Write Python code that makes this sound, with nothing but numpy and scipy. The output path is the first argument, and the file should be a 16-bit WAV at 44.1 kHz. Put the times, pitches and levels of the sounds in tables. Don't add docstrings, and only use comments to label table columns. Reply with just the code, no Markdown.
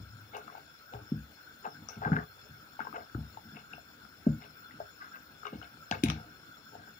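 import sys
import numpy as np
from scipy import signal
from scipy.fft import rfft, irfft, next_fast_len
from scipy.io import wavfile
from scipy.ndimage import uniform_filter1d, map_coordinates

SR = 44100
rng = np.random.default_rng(int(sys.argv[2]) if len(sys.argv) > 2 else 0)


def waveform_to_disk(signal):
    frames = np.transpose(np.atleast_2d(signal))
    scaled = np.clip(frames, -1, 1) * 32767
    samples = np.round(scaled).astype(np.int16)
    wavfile.write(sys.argv[1], SR, samples)


N = 308259

# time in seconds, rumble level in dB, knocking level in dB.
STIR = [(0.0, -43, -67), (0.47, -69, -61), (0.89, -79, -70.5), (1.13, -54, -62), (1.28, -75, -66),
        (1.75, -65.5, -60), (2.12, -50, -66), (2.28, -60, -76), (2.74, -75, -61.5), (3.27, -57, -66.5),
        (3.68, -72, -65), (4.15, -71, -65.5), (4.4, -63, -66), (5.22, -79, -65.5), (5.94, -63, -65),
        (6.09, -36, -49), (6.35, -67, -63), (6.99, -70, -65)]
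# pitch in Hz, level in dB, free decay time (t60) in seconds.
STOVE_MODES = [(70.7, -11.5, 1), (99.2, -7, 0.41), (117.1, -6, 0.46), (153, 2, 0.35), (218.6, 0, 0.33),
               (255, -13, 0.46), (307.5, -12.5, 0.43), (406.4, -10, 0.12), (500, -24, 0.29)]
# centre in Hz, width in Hz, relative level in dB.
FLAME_BANDS = [(1328, 36, -3), (1466, 234, -1.5), (2207, 18, -9.5), (2570, 420, -20.5), (3449, 87, -8.5),
               (4232, 53, -10), (5154, 99, -7.5), (5376, 113, -7), (6980, 180, -14), (8900, 160, -27.5),
               (9970, 550, -26.5), (11300, 56, -22), (12240, 590, -24.5), (15070, 290, -16),
               (15130, 470, -16.5)]
# frequency in Hz, relative level per Hz in dB.
SIMMER_COLOUR = [(40, -8.5), (75, -2), (130, -8), (300, -14.5), (420, -12.5), (1000, -17), (2000, -18),
                 (4600, -18.5), (6400, -25.5), (8200, -30), (13500, -36.5), (14600, -31), (16000, -33.5)]
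# frequency in Hz, left-right correlation (1 is mono).
LIKENESS = [(60, 0.77), (300, 0.77), (640, 0.24), (1400, 0.59), (2200, 0.16), (15000, 0.71)]
# start in seconds, level in dB, thump pitch in Hz, boom relative to the thump in dB, lift of the
# three deepest stove modes in dB.
THUMPS = [(0.001, -43.5, 166, -9, 16.5), (0.936, -50, 220, -7, 21), (1.119, -23, 210, -7, 2.5),
          (1.67, -47, 240, -7, -14), (1.968, -43.5, 188, 2.5, 5), (2.059, -37.5, 201, 7.5, -1.5),
          (2.117, -21, 186, -4.5, -2.5), (2.184, -40, 214, -8, -2), (2.495, -52.5, 170, -2, 8),
          (2.803, -46, 260, -11, -6), (2.934, -47, 300, -13, 10), (3.148, -35, 306, -12.5, 22.5),
          (3.178, -41.5, 216, 2.5, 5), (3.521, -52, 221, 3.5, -12), (3.555, -49.5, 243, -3, -11),
          (4.266, -18.5, 238, -5, -2), (4.74, -50.5, 212, -1, -1), (4.799, -57.5, 300, -7, 19),
          (5.526, -40, 262, -3.5, 1), (5.554, -40, 233, -9, 5), (5.911, -33, 240, -6, 6),
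          (6.035, -17.5, 270, -7, 0.5), (6.086, -30.5, 171, 0, 1.5)]
# start in seconds, length in seconds,
# then the relative levels of body ring, wall ring and rim ring in dB.
STROKES = [(0.336, 0.049, -41, -44.5, -48.5), (0.474, .11, -56, -56, -66), (0.93, 0.028, -42.5, -54, -72),
           (1.646, 0.022, -44, -45.5, -62), (1.889, 0.11, -55, -61, -60), (2.018, .12, -40.5, -38, -67),
           (2.158, 0.056, -47.5, -44, -78), (2.797, 0.051, -66, -43.5, -56.5),
           (2.944, 0.048, -43, -44, -54.5), (3.149, 0.053, -52, -62, -85), (3.55, 0.034, -54, -50.5, -53),
           (3.715, 0.022, -71, -51, -71), (4.261, 0.0067, -51.5, -53, -59.5), (4.406, 0.051, -58, -57, -60),
           (4.7, .03, -74, -59, -68), (4.795, 0.016, -51.5, -52, -75), (5.013, 0.028, -81, -41.5, -62),
           (5.139, .02, -76, -45, -62), (5.451, 0.025, -53, -49, -49), (5.53, 0.011, -48.5, -53, -53.5),
           (5.623, 0.012, -54, -52, -51), (5.924, 0.013, -38, -40, -38.5), (6.039, 0.066, -45, -51, -42),
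           (6.125, .15, -55, -62, -72), (6.73, 0.02, -50, -60, -75), (6.8, 0.074, -60.5, -54, -81)]
# pitch in Hz, width in Hz, level in dB.
STEEL_MODES = [(416.7, 28, -3), (498.3, 25, 0), (715, 51, 2.5), (805, 82, 1), (938, 130, -11.5),
               (1188, 44, 1), (1390, 103, -0.5), (1582, 39, 7), (2030, 62, -11), (2204, 43, -7.5),
               (2622, 86, -12), (2840, 83, -13), (3660, 200, -21.5)]
# start in seconds, level in dB, main pitch in Hz.
TAPS = [(0.35, -28.5, 780), (0.366, -29, 840), (0.381, -31.5, 700), (0.479, -32.5, 1300),
        (0.499, -37, 1130), (0.551, -30.5, 820), (0.579, -35, 786), (0.936, -30.5, 780), (1.652, -27, 886),
        (1.671, -29.5, 1300), (1.887, -34, 1260), (1.956, -48.5, 2650), (2.018, -26, 756),
        (2.032, -36, 750), (2.058, -20, 855), (2.074, -30.5, 1500), (2.099, -29, 785), (2.118, -22, 1486),
        (2.187, -26, 1700), (2.792, -22.5, 857), (2.804, -21.5, 1420), (2.85, -31.5, 860),
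        (2.869, -25.5, 995), (2.927, -30.5, 1230), (2.942, -32, 780), (2.98, -29, 720),
        (3.147, -30.5, 1396), (3.372, -28.5, 850), (3.568, -35, 2660), (3.734, -29, 2680),
        (3.78, -36.5, 700), (4.051, -39, 1370), (4.268, -23, 570), (4.42, -41.5, 2180),
        (4.709, -40.5, 1960), (4.802, -22.5, 652), (5.024, -37, 1470), (5.432, -32, 1290),
        (5.453, -27.5, 1300), (5.467, -27.5, 1120), (5.53, -35.5, 500), (5.615, -34, 1400),
        (5.628, -38, 2960), (5.77, -42, 1450), (5.913, -16.5, 770), (5.923, -20, 1594),
        (6.035, -26.5, 2410), (6.043, -41, 507), (6.085, -29, 2390), (6.099, -28, 1250), (6.723, -44, 830),
        (6.752, -31.5, 766)]
# pitch in Hz, left over right in dB.
TAP_LEAN = [(500, -0.5), (850, 7.5), (1450, 15.5), (2300, 17.5)]
# start in seconds, level in dB, centre in Hz,
# width in Hz of the resonance that is applied twice.
CRACKS = [(0.368, -38.5, 6840, 6000), (0.936, -39, 3020, 1500), (1.887, -25.5, 5570, 1210),
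          (3.371, -50, 3500, 1500), (5.467, -40, 5660, 1800), (5.912, -17.5, 2780, 2270),
          (5.916, -28.5, 6600, 1500), (6.036, -19, 3500, 3000), (6.039, -19.5, 8300, 5000),
          (6.059, -19, 2370, 900), (6.085, -27, 3000, 3950), (6.1, -19.5, 2730, 3640)]
# pitch in Hz, width in Hz, level in dB.
BLADE_MODES = [(1680, 190, -16), (2800, 660, 2.5), (3590, 1200, -3.5), (4700, 1200, 2.5), (6080, 990, -7.5),
               (8100, 1200, -7), (10300, 450, -15), (12400, 2600, -6)]
# frequency in Hz, decay time (t60) in seconds.
KITCHEN_DECAY = [(200, 0.27), (1000, 0.12), (4000, 0.24), (12000, 0.075)]
# frequency in Hz, gain in dB.
MUFFLED_PORT = [(60, -2), (400, 1.5), (1500, 0), (2400, -4.5), (4400, -6), (5300, -15.5), (6500, -16.5),
                (8500, -19.5), (13800, -24), (14500, 2), (15100, -3.5), (15700, -39)]

RING_SHARE = 0.83
BOOM_SCATTER_DB = 2.2
RISE_DB_PER_S, FALL_DB_PER_S = 1800, 348
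SLIP_SCATTER_DB = 4.5
RUB_SHARE = 0.28
SNAP_T60_S, FIZZ_T60_S = 0.007, 0.069
FIZZ_DB = -18.5
TOP_HZ = 15810


def amp(db):
    return 10 ** (np.asarray(db) / 20)


def unit(x):
    return x / np.sqrt(np.mean(x ** 2) + 1e-20)


def along(points, hz):
    f, v = np.transpose(points)
    return np.interp(np.log(hz + 1), np.log(f + 1), v)


def curves(rows):
    s, *cols = np.transpose(rows)
    return [np.interp(np.arange(N) / SR, s, c) for c in cols]


def wobble(rate):
    knots = rng.standard_normal(int(N * rate / SR) + 4)
    return map_coordinates(knots, [np.arange(N) * rate / SR])


def filtered(x, response):
    m = next_fast_len(x.shape[-1] + 8192)
    spectrum = rfft(x, m) * response(np.fft.rfftfreq(m, 1 / SR))
    return irfft(spectrum, m)[..., :x.shape[-1]]


def resonances(modes):
    def one(f, centre, width, db):
        return amp(db) * 1j * f * width / (centre ** 2 - f ** 2 + 1j * f * width)
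    return lambda f: sum((-1) ** k * one(f, *mode) for k, mode in enumerate(modes))


def stir():
    rumble_db, knock_db = curves(STIR)
    modes = [(hz, 2.43 * np.log(1000) / (np.pi * t60), 0) for hz, _, t60 in STOVE_MODES]
    bumps = rng.standard_normal((2, N)) * amp(4.4 * wobble(15))
    rumble = unit(filtered(bumps[0], resonances(modes[:3])))
    knocking = unit(filtered(bumps[1], resonances(modes[3:7])))
    return amp(rumble_db) * rumble + amp(knock_db) * knocking


def rush(colour, patchy_db):
    z = signal.stft(rng.standard_normal((2, N)), nperseg=512)[2]
    field = uniform_filter1d(rng.standard_normal(z.shape[1:]), size=4, axis=0)
    field = uniform_filter1d(field, size=8, axis=1)
    pair = signal.istft(z * amp(patchy_db * unit(field)), nperseg=512)[1][:, :N]

    def mid_side(hz):
        turn = np.arccos(np.clip(along(LIKENESS, hz), -1, 1)) / 2
        return colour(hz) * [np.cos(turn), np.sin(turn)]

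    mid, side = filtered(pair, mid_side)
    return unit(np.array([mid + side, mid - side]))


def burner():
    def bands(f):
        return np.sqrt(sum(amp(db) ** 2 / (1 + (2 * (f - c) / w) ** 4) for c, w, db in FLAME_BANDS))
    return amp(-56.5 + 0.39 * wobble(1.9)) * rush(bands, patchy_db=3.5)


def simmer():
    wash = amp(-60.5) * rush(lambda hz: amp(along(SIMMER_COLOUR, hz)), patchy_db=2.5)
    pops = (rng.random(N) < 90 / SR) * amp(4 * rng.standard_normal(N))
    fizz = filtered(pops, resonances([(800, 160, 17.0), (2830, 950, 4), (5300, 1600, -35)]))
    return wash + amp(-78) * unit(fizz)


def thumps():
    out, t = np.zeros(N + SR), np.arange(SR // 2) / SR
    hz_mode, db_mode, t60 = np.transpose(STOVE_MODES)[:, :, None]
    deepest = np.arange(len(STOVE_MODES))[:, None] < 3
    damped = 0.1 + 0.61 / (1 + (t / 0.14) ** 8)
    swell = 1 - np.exp(-t / 0.0054)
    for s, db, hz, boom_db, deep_db in THUMPS:
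        blow = 1.23 * (t / 0.0037) ** 2 * np.exp(2 - 2 * t / 0.004)
        wall = blow * np.sin(2 * np.pi * hz * t)
        scatter, start, twin = rng.standard_normal((3, len(STOVE_MODES), 1))
        pair = np.sin(2 * np.pi * hz_mode * t + 1.93 * start)
        pair += 0.64 * np.sin(2 * np.pi * hz_mode * (1 + 0.0676 * twin) * t)
        strength_db = db_mode + deep_db * deepest + BOOM_SCATTER_DB * scatter
        boom = np.sum(amp(strength_db - 60 * t / (RING_SHARE * t60)) * pair, axis=0)
        out[round(s * SR):][:len(t)] += amp(db) * (wall + amp(boom_db) * boom * swell * damped)
    return out[:N]


def scrape():
    start, length, *ring_db = np.transpose(STROKES)
    t = np.arange(N) / SR - start[:, None]
    rise_db = RISE_DB_PER_S * np.minimum(t, 0)
    fall_db = FALL_DB_PER_S * np.maximum(t - length[:, None], 0)
    levels = amp(ring_db) @ amp(rise_db - fall_db)

    shape = (len(STEEL_MODES), N)
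    slips = (rng.random(shape) < 150 / SR) * amp(SLIP_SCATTER_DB * rng.standard_normal(shape))
    force = unit(slips) * amp(3.9 * wobble(60)) + RUB_SHARE * rng.standard_normal(shape)

    def blip(push, mode):
        pitch_hz = mode[0]

        def response(hz):
            soft = 1 / (1 + 1j * hz / (1.2 * pitch_hz)) ** 2 / (1 - .6j * pitch_hz / (hz + 1))
            return resonances([mode])(hz) * soft
        return filtered(push, response)

    blips = np.array([blip(push, mode) for push, mode in zip(force, STEEL_MODES)])
    body, wall, rim = blips[:5], blips[5:9], blips[9:]
    rings = np.array([unit(part.sum(axis=0)) for part in (body, wall, rim)])
    return amp(-4.0) * np.sum(levels * rings, axis=0) * amp([[1.5], [-1.5]])


def taps():
    out, jolts = np.zeros((2, N + SR)), np.zeros((2, N + SR))
    t = np.arange(SR // 16) / SR
    for s, db, hz in TAPS:
        at = slice(round(s * SR), round(s * SR) + len(t))
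        sides = amp(db + np.array([[.5], [-.5]]) * along(TAP_LEAN, hz))
        life = 0.007 + 7 / hz
        onset = (1 - np.exp(-t / 0.0011)) ** 2
        out[:, at] += sides * amp(3.0 - 60 * t / life) * np.sin(2 * np.pi * hz * t) * onset
        soft = lambda f: 1 / (1 + 1j * f / (1.25 * hz)) ** 2
        jolt = amp(5.0 - 60 * t / 0.0059) * rng.standard_normal(len(t))
        jolts[:, at] += sides * filtered(jolt, soft)
    return (out + filtered(jolts, resonances(STEEL_MODES)))[:, :N]


def cracks():
    out, t = np.zeros((2, N + SR)), np.arange(SR // 4) / SR
    for s, db, hz, width_hz in CRACKS:
        shared, own = rng.standard_normal(len(t)), rng.standard_normal((2, len(t)))
        crackle = amp(2.1 * rng.standard_normal(len(t) // 64 + 1)).repeat(repeats=64)[:len(t)]
        snap = amp(-60 * t / SNAP_T60_S) * (shared + 0.81 * own)
        fizz = amp(FIZZ_DB - 60 * t / FIZZ_T60_S) * crackle * own
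        band = resonances([(hz, width_hz, 0)])
        burst = filtered(snap + fizz, lambda f: band(f) ** 2)
        out[:, round(s * SR):][:, :len(t)] += amp(db + 8.5) * burst
    return filtered(out[:, :N], lambda f: 0.56 + resonances(BLADE_MODES)(f))


def kitchen(x):
    hz, t, z = signal.stft(rng.standard_normal((2, SR // 2)), SR, nperseg=256)
    decay = amp(-60 * t / along(KITCHEN_DECAY, hz)[:, None])
    tail = signal.istft(z * decay, SR, nperseg=256)[1]
    delayed = np.pad(x, (200, 0))[None]
    return signal.fftconvolve(delayed, tail / np.linalg.norm(tail[0]), axes=1)[:, :N]


def scene():
    bed = stir() + burner() + simmer()
    blows = thumps()
    steel = scrape() + taps() + cracks()
    steel[1] = np.roll(steel[1], shift=8)
    return bed + blows + steel + amp(-5) * kitchen(steel.mean(axis=0))


def record(dry):
    late = 0.00019

    def response(hz):
        left = np.full(hz.shape, amp(1.63))
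        right = amp(along(MUFFLED_PORT, hz)) * np.exp(-2j * np.pi * hz * late)
        bass_cut = 1 / (1 - 1j * 45 / (hz + 1)) ** 3
        return np.array([left, right]) * bass_cut * (hz < TOP_HZ)

    return filtered(dry, response)


dry = scene()
out = record(dry)
waveform_to_disk(out)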